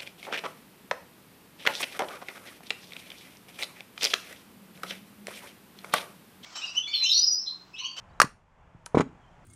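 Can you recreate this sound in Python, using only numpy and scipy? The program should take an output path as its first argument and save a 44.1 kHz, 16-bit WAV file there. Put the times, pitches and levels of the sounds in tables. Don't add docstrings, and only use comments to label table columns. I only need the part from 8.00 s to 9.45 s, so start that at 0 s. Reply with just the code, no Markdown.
import sys
import numpy as np
from scipy import signal
from scipy.fft import rfft, irfft, next_fast_len
from scipy.io import wavfile
from scipy.ndimage import map_coordinates

SR = 44100
rng = np.random.default_rng(int(sys.argv[2]) if len(sys.argv) > 2 else 0)


def amplitude_ratio(level_db):
    exponent = np.asarray(level_db, float) / 20
    return 10 ** exponent


def waveform_to_disk(signal):
    frames = np.transpose(np.atleast_2d(signal))
    scaled = np.clip(frames, -1, 1) * 32767
    samples = np.round(scaled).astype(np.int16)
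    wavfile.write(sys.argv[1], SR, samples)


N = 63945
T = np.arange(SR // 4) / SR
RISE_S = 0.000055


def along(points, hz):
    point_hz, value = np.transpose(points)
    return np.interp(np.log(hz + 1), np.log(point_hz + 1), value)


def fade(t60):
    return amplitude_ratio(-60 * T / np.maximum(t60, 1e-4))


def sine(hz):
    return np.sin(2 * np.pi * hz * T)


def onset():
    return 1 - np.exp(-T / RISE_S)


def add(track, s, x):
    k = round(s * SR)
    track[k:k + len(x)] += x[:len(track) - k]


def colour(x, spectrum):
    size = next_fast_len(len(x) + SR // 5)
    gain = amplitude_ratio(along(spectrum, np.fft.rfftfreq(size, 1 / SR)))
    y = irfft(rfft(x, size) * gain, size)[:len(x)]
    return y / np.sqrt(np.mean(y ** 2))


def noise(length, spectrum):
    return colour(rng.standard_normal(length), spectrum)


def ring(modes, scatter_db, buzz=0):
    out = np.zeros(len(T))
    for hz, db, t60 in modes:
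        level = amplitude_ratio(db + scatter_db * rng.normal())
        drift = buzz * np.cumsum(rng.standard_normal(len(T)))
        out += level * fade(t60) * np.sin(2 * np.pi * hz * T + drift)
    return out


def wobble(rate):
    knots = rng.standard_normal(int(N * rate / SR) + 4)
    return map_coordinates(knots, [np.arange(N) * rate / SR])


def hum_and_hiss():
    # frequency in Hz, level in dB.
    hum_spectrum = [(12, -30), (20, -0.5), (49, -2), (170, -5), (298, -19), (859, -11), (2590, -26.5),
                    (3070, -30.5), (3500, -33.5), (4550, -75.5), (7700, -120)]
    # frequency in Hz, level in dB.
    hiss_spectrum = [(1760, -22), (3000, -6.5), (4180, -8.5), (7020, -8.5), (11600, -25.5), (15700, -30.5)]
    hum = amplitude_ratio(-53 + 1.1 * wobble(6.2)) * noise(N, hum_spectrum)
    return hum + amplitude_ratio(-76) * noise(N, hiss_spectrum)


def birds():
    # start in seconds, length in seconds, first and last pitch in Hz, level in dB.
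    notes_sung = [
        (0.087, 0.028, 4750, 4230, -71),
        (.105, 0.023, 4750, 4780, -77),
        (.106, 0.012, 3500, 4100, -71),
        (0.13, 0.013, 4000, 3880, -66.5),
        (0.163, 0.036, 3960, 3900, -75),
        (1.064, .03, 3840, 3820, -73),
        (1.18, 0.11, 3300, 3270, -73),
        (1.229, 0.029, 2825, 3400, -64),
        (1.259, 0.038, 2950, 3250, -66.5),
        (1.303, 0.068, 3300, 2900, -74.5),
    ]
    out = np.zeros(N)
    for s, length, from_hz, to_hz, db in notes_sung:
        u = np.clip(T / length, 0, 1)
        glide = np.sin(2 * np.pi * np.cumsum(from_hz + (to_hz - from_hz) * u) / SR)
        add(out, s, amplitude_ratio(db) * np.sin(np.pi * u) * glide)
    return out


def coil_whine():
    # start in seconds, end in seconds, pitch in Hz, level in dB.
    whine = (.67, .86, 5690, -87)
    start, end, hz, db = whine
    t = np.arange(N) / SR
    on = np.clip(np.minimum(t - start, end - t) / 0.02, 0, 1)
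    return on * amplitude_ratio(db + 3 * wobble(40)) * np.sin(2 * np.pi * hz * t + 0.6 * wobble(52))


def shop(x):
    # frequency in Hz, t60 in seconds.
    shop_t60 = [(150, 0.48), (600, 0.22), (2000, .25), (6000, 0.26), (10000, 0.28), (15000, .2)]
    hz, t, grid = signal.stft(rng.standard_normal(SR // 2), SR, nperseg=256)
    decay = amplitude_ratio(-60 * t / along(shop_t60, hz)[:, None])
    tail = signal.istft(grid * decay, SR, nperseg=256)[1]
    delay_s = 0.004
    delayed = np.pad(x, (round(delay_s * SR), 0))
    return signal.fftconvolve(delayed, tail / np.linalg.norm(tail))[:N]


def lead():
    # start in seconds, click in dB, click pitch in Hz, scrape in dB, scrape t60 in seconds.
    ticks = [
        (0.8573, -64, 7880, -51, 0.078),
        (.8613, -11, 6400, -29.5, 0.012),
        (0.864, -28, 8500, -32, 0.0068),
        (0.8637, -23, 4970, -38.5, 0.014),
        (0.872, -63, 6950, -49, 0.032),
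    ]
    # frequency in Hz, level in dB.
    scrape_spectrum = [(1060, -43), (1800, -2), (3520, -4), (6110, -9.5), (7870, -4), (9960, 5.5),
                       (10900, -17), (15700, -28)]
    clip_modes = [(956, -37.5, 0.053), (1320, -33.5, 0.029), (1520, -35.5, 0.028)]
    click_t60, ring_s = 0.0012, 0.8642
    out = np.zeros(N)
    for s, db, hz, scrape_db, t60 in ticks:
        click = -amplitude_ratio(db) * fade(click_t60) * onset() * sine(hz)
        scrape = amplitude_ratio(scrape_db) * fade(t60) * noise(len(T), scrape_spectrum)
        add(out, s, click + scrape)
    add(out, ring_s, ring(clip_modes, 0))
    return out


def rattle():
    # start in seconds, rise in seconds, t60 in seconds, level in dB.
    clumps = [
        (0.9483, 0.0015, 0.036, -31.5),
        (.953, 0.0017, 0.068, -32),
        (0.9741, .003, .03, -28),
        (0.979, 0.0023, .07, -23),
        (1.0009, 0.0027, 0.036, -33),
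        (1.006, .0015, 0.037, -20),
        (1.015, 0.0016, 0.029, -37.5),
    ]
    # frequency in Hz, level in dB.
    chatter_spectrum = [(530, -5.5), (900, -1), (1140, 2.5), (1730, -9.5), (2170, -6), (3000, -13.5),
                        (6200, -22.5), (6900, -20), (15500, -53.5)]
    # frequency in Hz, level in dB, t60 in seconds.
    loose_modes = [(2336, 2, 0.0075), (3360, -11, 0.012), (4100, 6, 0.0082), (5550, -2, .015),
                   (7000, 0, 0.014), (9040, 6, 0.022)]
    contacts_per_s, spread_db = 2700, 2.5
    hits = rng.random(N) < contacts_per_s / SR
    grains = hits * rng.choice([-1, 1], N) * amplitude_ratio(spread_db * rng.standard_normal(N))
    shape = np.zeros(N)
    for s, rise, t60, db in clumps:
        swell = np.minimum(T / rise, 1) ** 2
        add(shape, s, amplitude_ratio(db) * swell * amplitude_ratio(-60 * np.maximum(T - rise, 0) / t60))
    contacts = shape * colour(grains + 0.15 * rng.standard_normal(N), chatter_spectrum)
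    return contacts + 0.024 * signal.fftconvolve(contacts, ring(loose_modes, 0))[:N]


def thuds():
    push_s = [.2425, .749, .767, .9466, .9505, .956, .9717, .9775, .9797, .9853, .9986, 1.0031, 1.01, 1.012,
              1.0235]
    # level in dB, swing in Hz, its t60 in seconds, direction (sign), contact time in ms.
    pushes = [(-20.5, 191, 0.017, 1, 0.42), (-35.5, 90, .04, -0.92, 0.68), (-46, 110, 0.029, -1.22, 1),
              (-2, 556, 0.0072, 1, 0.24), (-6.5, 352, 0.0099, 1, .2), (-27, 600, 0.0073, -0.64, 0.13),
              (-3, 265, 0.016, 1, 0.18), (-16.5, 537, 0.014, -0.79, 0.11),
              (-11.5, 540, 0.0052, -0.51, 0.13), (-23, 370, 0.0087, -0.72, .25), (-8, 258, 0.014, 1, 0.13),
              (-11, 360, 0.0071, 1, 0.32), (-10, 550, 0.0061, 1, 0.49), (-11.5, 290, 0.0073, -1, 0.16),
              (-27, 270, 0.16, -0.13, 0.65)]
    # frequency in Hz, level in dB, t60 in seconds.
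    housing_modes = [(152.7, -13.5, .06), (262, -22.5, 0.11), (440.4, -20, 0.033), (1060, -18, 0.026),
                     (1500, -30, 0.017)]
    out = np.zeros(N)
    for s, (db, hz, t60, way, contact_ms) in zip(push_s, pushes):
        width = contact_ms / 1000
        push = np.exp(-0.5 * ((T[:SR // 100] - 3 * width) / width) ** 2)
        swing = fade(t60) * np.cos(2 * np.pi * hz * T)
        body = swing + ring(housing_modes, scatter_db=2, buzz=0.04)
        add(out, s - 3 * width, np.sign(way) * amplitude_ratio(db) * 2 * np.convolve(body, push / push.sum()))
    return out


def snaps():
    landing_s = [.2004, .2011, .2168, .2260, .2287, .2475, .2508]
    # level in dB, plate swing in Hz, its t60 in seconds, steel ring in dB, crack in dB.
    landings = [
        (-11, 1350, .012, -11.5, -17.5),
        (3.5, 1230, 0.014, -9, -20.5),
        (8, 1650, 0.0038, -5.5, -11.5),
        (-26.5, 1950, 0.058, -24, -30),
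        (-17, 1090, .03, -22.5, -34),
        (-40, 1098, .04, -32.5, -41),
        (-25, 1050, 0.017, -42, -44),
    ]
    # frequency in Hz, level in dB, t60 in seconds.
    steel_modes = [(480, -4, 0.023), (1134, -6.5, .06), (1850, -15.5, .03), (2843, -4, .012),
                   (3500, -8.5, 0.011), (4340, -5, .02), (4750, -2, .015), (5606, -4.5, .018),
                   (6400, -4.5, 0.014), (7230, -10, .015), (8584, -6.5, .015), (9680, -10.5, 0.02),
                   (10660, -16.5, 0.031), (14300, -19.5, .015)]
    # frequency in Hz, level in dB, t60 in seconds.
    rim_modes = [(1162, -19, 0.13), (1967, -22.5, 0.11), (6590, -36, 0.18)]
    # frequency in Hz, level in dB.
    crack_spectrum = [(1060, -32.5), (1800, -3), (3450, -18), (4740, -13), (6000, -18.5), (8780, -15),
                      (11600, -35.5), (14200, -30.5), (15700, -39)]
    crack_trim_db, crack_t60 = 0.5, 0.02
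    out = np.zeros(N)
    for s, (db, hz, t60, steel_db, crack_db) in zip(landing_s, landings):
        plate_and_pulley = ring(steel_modes, scatter_db=3.5, buzz=0.13) / 2
        steel = amplitude_ratio(steel_db) * (plate_and_pulley + ring(rim_modes, 1))
        crack = amplitude_ratio(crack_db + crack_trim_db) * fade(crack_t60) * noise(len(T), crack_spectrum)
        swing = -amplitude_ratio(db) * fade(t60) * sine(hz)
        add(out, s, (swing + steel + crack) * onset())
    return out


def scene():
    near = snaps() + thuds() + rattle() + lead()
    bass_hz = 110
    near = signal.lfilter(*signal.butter(2, bass_hz, "high", fs=SR), near)
    echo = amplitude_ratio(-20.5) * shop(near)
    background = birds() + coil_whine() + hum_and_hiss()
    return (near + echo + background)[None]


def roll_off(x):
    return signal.sosfilt(signal.butter(12, 15820, fs=SR, output="sos"), x)


def record(dry):
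    # time in seconds, gain in dB.
    gain_curve = [
        (0.218, -2),
        (0.302, -5),
        (.45, -10),
        (.65, -7),
        (.95, -4.5),
        (1.2, -2.5),
        (1.399, -1.5),
    ]
    s, db = np.transpose(gain_curve)
    x = dry * amplitude_ratio(np.interp(np.arange(N) / SR, s, db))
    top_hz = 15500
    x = signal.sosfilt(signal.cheby2(10, 50, top_hz * 1.04, fs=SR, output="sos"), x)
    ceiling, hardness = 1, 12
    x = x / (1 + np.abs(x / ceiling) ** hardness) ** (1 / hardness)
    return roll_off(x)


dry = scene()
out = record(dry)
waveform_to_disk(out)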